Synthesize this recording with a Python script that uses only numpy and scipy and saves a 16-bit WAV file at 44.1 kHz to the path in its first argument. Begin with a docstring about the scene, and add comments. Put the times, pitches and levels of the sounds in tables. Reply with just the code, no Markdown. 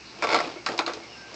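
"""A hollow plastic wagon is shoved over a concrete patio, its wheels juddering sideways in stick-slip.
Each slip excites the damped modes of wheel and tub; then the handle and a plastic toy knock about in
the tub, and the wagon rocks and settles while grit scrapes under its wheels.
The porch walls return a diffuse echo; faint birds whistle over a steady outdoor hiss."""
import sys
import numpy as np
from scipy import signal
from scipy.fft import rfft, irfft, next_fast_len
from scipy.io import wavfile

SR = 44100
rng = np.random.default_rng(int(sys.argv[2]) if len(sys.argv) > 2 else 0)


def wrap_up_sound(samples):
    """Save the sound to the file named by the first command line argument, as 16-bit audio."""
    columns = np.atleast_2d(samples).T
    # keep every value between -1 and 1, then stretch to whole-number steps
    tamed = np.clip(columns, -1, 1)
    steps = np.round(tamed * 32767).astype(np.int16)
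    wavfile.write(sys.argv[1], SR, steps)


N = 59535
RING_TIME = np.arange(SR // 3) / SR  # time axis of one contact [s]
ATTACK_S = 0.00021  # rise time constant of a hard contact


def judder():
    """Stick-slip friction: each release rings the hollow wheel briefly and jolts the tub."""
    # wheel slips (time [s], level [dB])
    slips = [(0.2229, -16.5), (0.2302, -20.5), (0.2387, -18), (0.2455, -20), (0.2704, -23), (0.281, -39),
             (0.2897, -19.5), (.3032, -19), (.3115, -23), (.3162, -20), (0.3255, -17.5), (0.3318, -17),
             (0.3444, -10.5), (0.3559, -33.5), (0.3599, -18.5), (.3642, -23.5), (0.373, -29.5),
             (0.388, -20.5), (0.4025, -18.5), (0.4141, -36.5)]
    first_hz, sag_hz_per_s = 2330, 1530  # the wheel's ring drops as it takes weight
    body, wheel = np.zeros(N), np.zeros(N)
    flat = lambda hz: 0 * hz
    release = rise(0.0011)
    for s, db in slips:
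        jolt = amp(2) * tub(flat) * release + amp(-4.5) * crack(flat)
        add(body, s, amp(db) * porch(jolt, echo_db=-1.74))
        wheel_hz = first_hz - sag_hz_per_s * (s - slips[0][0])
        add(wheel, s, amp(db + 8.5) * ring(wheel_hz, t60=0.011) * release ** 2)
    return body + porch(wheel, echo_db=-3.5)[:N]


def knocks():
    """Impact excitation: handle and toy click brightly on the rim and knock dully on the tub's floor."""
    # impacts (time [s], bass [dB], middle [dB], treble [dB], ring of the struck spot [Hz], ring [dB])
    impacts = [(0.187, -34, -63, -36.5, 2760, -44.5), (0.447, -41, -35.5, -47, 2550, -19.5),
               (.472, -30, -36, -29, 4900, -34.5), (0.6622, -29.5, -26.5, -16, 4640, -18.5),
               (0.6637, -38, -17, -18, 1136, -17), (0.6637, -64.5, -42, -26, 2650, -15),
               (0.6871, -16.5, -39.5, -22.5, 1840, -15.5), (.693, -19.5, -27, -34, 587, -20.5),
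               (.724, -31, -39, -33, 700, -30.5), (.738, -16.5, -47, -34, 718, -27.5),
               (0.7784, -21, -33, -20, 5100, -14), (.7903, -37.5, -26.5, -19, 2360, -7.5),
               (0.7903, -20.5, -28, -18.5, 3930, -4), (.7916, -21.5, -16, -25.5, 861, -15.5),
               (0.7994, -20.5, -27, -61.5, 1347, -14.5), (0.8635, -53, -26.5, -24.5, 4140, -9.5),
               (0.8655, -38, -28, -26.5, 2720, -16.5), (.878, -25, -25, -23, 1176, -17.5),
               (.897, -40.5, -22, -32.5, 535, -27.5), (.935, -56, -34, -23.5, 4740, -19),
               (1.034, -29, -53, -37.5, 2200, -36), (1.343, -44, -65, -29.5, 5200, -40)]
    # bass, middle and treble bands (centre [Hz])
    band_hz = [420, 1500, 4300]
    spot_cycles = 23  # periods in a 60 dB decay
    out = np.zeros(N)
    for s, bass, middle, treble, spot_hz, spot_db in impacts:
        weight_db = lambda hz: along(list(zip(band_hz, (bass, middle, treble))), hz)
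        body = amp(-4.5) * tub(weight_db) + amp(-1) * crack(weight_db)
        spot = amp(spot_db) * ring(spot_hz, spot_cycles / spot_hz, rng.random()) * rise(0.00057)
        add(out, s, porch(body, echo_db=0) + porch(spot, echo_db=-5))
    return out


def bumps():
    """Soft contacts excite mainly low modes: the wagon thuds as it rocks back onto its wheels."""
    # soft contacts (time [s], pitch [Hz], level [dB])
    contacts = [(.152, 205, -40), (0.475, 322, -28), (.561, 362, -32), (.567, 671, -41.5), (.688, 236, -28),
                (.793, 328, -24.5), (.873, 339, -24.5), (0.935, 425, -36.5), (.97, 444, -30.5)]
    fall_db_per_octave = 8.5
    out = np.zeros(N)
    for s, pitch_hz, db in contacts:
        weight_db = lambda hz: -fall_db_per_octave * np.log2(hz / pitch_hz).clip(0)
        thud = ring(pitch_hz, t60=0.11) + amp(6.5) * tub(weight_db)
        add(out, s, amp(db) * porch(thud * rise(0.001), echo_db=-4.5))
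    return out


def tub(weight_db):
    """Modal superposition with dispersion: higher modes lag as the wave spreads over the tub's wall."""
    # modes of the tub (frequency [Hz], level [dB], T60 [s])
    modes = [(336.7, -16.5, 0.25), (466.3, -12, 0.067), (613, -5, 0.046), (700, -10, 0.047),
             (888, -10, 0.066), (1129, -7, 0.038), (1336, -6, 0.032), (1546, -20.5, 0.1),
             (2137, -14, 0.021), (2470, -13.5, 0.026), (3580, -14.5, .018), (4180, -10, 0.015),
             (4730, -11, 0.02), (5200, -15.5, 0.029)]
    dispersion_hz, scatter_db = 2200, 2  # every contact excites the modes a little differently
    out = np.zeros(len(RING_TIME))
    for hz, db, t60 in modes:
        gain = amp(db + weight_db(hz) + rng.normal(0, scatter_db))
        out += gain * ring(hz, t60, phase=-(hz / dispersion_hz) ** 2)
    return out


def crack(weight_db):
    """Broadband contact transient: hard plastic snaps in a quickly decaying burst of noise."""
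    # spectrum of the snap (frequency [Hz], spectral density [dB])
    spectrum = [(100, -13.5), (230, -9), (400, 0), (700, 11), (1300, 3.5), (1750, -1.5), (2300, -0.5),
                (3000, -7.5), (4300, -4), (5200, -4.5), (5900, -10.5), (6800, -11.5), (7700, -17.5),
                (9000, -27)]
    snap = filtered(noise(spectrum, len(RING_TIME)), lambda hz: amp(weight_db(hz)))
    return snap * decay(t60=0.035) * rise(ATTACK_S)


def scrape():
    """Shot noise: grit under the wheels ticks at random, filtered by the plastic body."""
    # envelope of the scraping (time [s], level [dB])
    envelope = [(0, -59), (.15, -50), (.21, -43), (0.291, -33.5), (0.349, -29.5), (0.419, -33),
                (0.521, -41), (.63, -53.5), (.72, -36), (.84, -58), (.92, -43), (1.051, -49), (1.25, -52),
                (1.35, -41)]
    # response of the body (frequency [Hz], gain [dB])
    colour = [(59, -32), (100, -17.5), (242, -8.5), (321, -3), (402, -4.5), (669, -3.5), (1680, -15),
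              (2450, -14), (4730, -15), (7430, -33.5), (8970, -47), (11700, -85), (19700, -120)]
    grains_per_s, spread_db = 2700, 4.5
    ticks = (rng.random(N) < grains_per_s / SR) * rng.choice([-1, 1], N)
    grit = ticks * amp(spread_db * rng.standard_normal(N))
    level_db = np.interp(np.arange(N) / SR, *np.transpose(envelope))
    return amp(level_db) * unit(filtered(grit, lambda hz: amp(along(colour, hz))))


def porch(x, echo_db):
    """Reverberation: the direct sound x is followed by a diffuse echo that lasts longest in the bass."""
    # decay of the porch (frequency [Hz], T60 [s])
    decay_times = [(200, 0.34), (600, 0.15), (1400, 0.21), (4000, 0.13), (8000, 0.22)]
    # colour of the echo (frequency [Hz], gain [dB])
    colour = [(100, -3), (300, -1.5), (1000, 1), (2300, -1.5), (3200, 2.5), (5000, -4), (8000, -5)]
    delay_s, build_s = 0.0014, 0.0027
    hz, frame_s, spectra = signal.stft(rng.standard_normal(SR // 2), SR, nperseg=256)
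    fade = amp(-60 * frame_s / along(decay_times, hz)[:, None])
    tail = signal.istft(spectra * fade, SR, nperseg=256)[1]
    t = np.arange(len(tail)) / SR
    tail *= np.clip((t - delay_s) / build_s, 0, 1)
    echo = filtered(tail / np.linalg.norm(tail), lambda hz: amp(echo_db + along(colour, hz)))
    return signal.fftconvolve(x, (t == 0) + echo)


def birds():
    """Noise modulation broadens a tone: short gliding whistles, blurred by distance."""
    # calls (time [s], length [s], start [Hz], end [Hz], level [dB], roughness [0-1])
    calls = [(0, 0.033, 2610, 2490, -52, .85), (.555, .055, 2185, 2230, -48.5, 0.3),
             (1.02, 0.046, 2185, 2125, -50, .5), (1.088, 0.088, 2980, 2700, -48, 0.7),
             (1.151, 0.16, 1578, 1567, -49, 0.12)]
    blur_hz = 160
    out = np.zeros(N)
    for s, length, start_hz, end_hz, db, rough in calls:
        t = np.arange(int(length * SR)) / SR
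        phase = 2 * np.pi * np.cumsum(np.linspace(start_hz, end_hz, len(t))) / SR
        blur = unit(filtered(rng.standard_normal(N), lambda hz: np.exp(-(hz / blur_hz) ** 2)))[:len(t)]
        whistle = np.sqrt(1 - rough) * np.sin(phase) + np.sqrt(rough) * blur * np.cos(phase)
        envelope = np.sqrt(2 * np.sin(np.pi * t / length))
        add(out, s, amp(db) * envelope * whistle)
    return out


def outdoors():
    """Ambient noise floor: steady broadband air, a faint hum and two narrow-band swells of high hiss."""
    # spectrum of the air (frequency [Hz], spectral density [dB])
    air = [(20, -18), (45, -27.5), (65, -5.5), (85, -16.5), (120, -4.5), (200, -3.5), (340, -1.5),
           (560, -19), (800, -6.5), (1400, -7.5), (1900, -11), (2200, -5), (2850, -6), (3150, -18),
           (4200, -9.5), (5200, -7.5), (6000, -13), (7900, -24), (9000, -36)]
    # tones of the hum (frequency [Hz], level [dB])
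    hum = [(68, -67.5), (118, -65)]
    # swells of hiss (time [s], length [s], centre [Hz], width [Hz], level [dB])
    swells = [(.04, .1, 4290, 550, -48.5), (1.052, 0.21, 5310, 168, -51)]
    t = np.arange(N) / SR
    out = amp(-47.5) * noise(air, N)
    for hz, db in hum:
        out += amp(db) * np.sqrt(2) * np.sin(2 * np.pi * (hz * t + rng.random()))
    for s, length, centre_hz, width_hz, db in swells:
        band = lambda hz: np.exp(-((hz - centre_hz) / width_hz) ** 2 / 2)
        hiss = unit(filtered(rng.standard_normal(N), band))
        out += amp(db) * hiss * np.sin(np.pi * np.clip((t - s) / length, 0, 1))
    return out


def ring(hz, t60, phase=0):
    """Damped harmonic oscillator: one mode, its phase given in cycles."""
    return np.cos(2 * np.pi * (hz * RING_TIME + phase)) * decay(t60) * rise(ATTACK_S)


def rise(tau_s):
    """Exponential onset with time constant tau_s."""
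    return 1 - np.exp(-RING_TIME / tau_s)


def decay(t60):
    """Exponential damping: 60 dB in t60 seconds."""
    return amp(-60 * RING_TIME / t60)


def noise(spectrum, size):
    """Spectral shaping of white noise, at rms 1."""
    return unit(filtered(rng.standard_normal(size), lambda hz: amp(along(spectrum, hz))))


def filtered(x, response):
    """Linear filtering: the spectrum of x times a frequency response."""
    size = next_fast_len(len(x) + 8192)
    return irfft(rfft(x, size) * response(np.fft.rfftfreq(size, 1 / SR)), size)[:len(x)]


def along(points, hz):
    """Interpolation of (frequency [Hz], value) points on a logarithmic axis."""
    point_hz, values = np.transpose(points)
    return np.interp(np.log(hz + 1), np.log(point_hz + 1), values)


def amp(db):
    """Decibels to amplitude ratio."""
    return 10 ** (np.asarray(db) / 20)


def unit(x):
    """Normalisation to rms 1."""
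    return x / np.sqrt(np.mean(x ** 2) + 1e-20)


def add(track, s, x):
    """Superposition of x on the track from time s."""
    part = track[max(round(s * SR), 0):][:len(x)]
    part += x[:len(part)]


def scene():
    """Superposition of wagon and background; a high-pass thins the wagon's bass."""
    cutoff_hz = 228  # the wagon's sound fades below this
    high_pass = lambda hz: (1j * hz / (cutoff_hz + 1j * hz)) ** 2
    wagon = filtered(judder() + knocks() + bumps(), high_pass)
    return (wagon + scrape() + birds() + outdoors())[None]


def record(dry):
    """Band limiting: a steep low-pass rolls off the top treble and passes nothing above its limit."""
    roll_hz, limit_hz = 8290, 9125
    low_pass = lambda hz: (hz < limit_hz) / np.sqrt(1 + (hz / roll_hz) ** 60)
    return np.array([filtered(channel, low_pass) for channel in dry])


dry = scene()
out = record(dry)
wrap_up_sound(out)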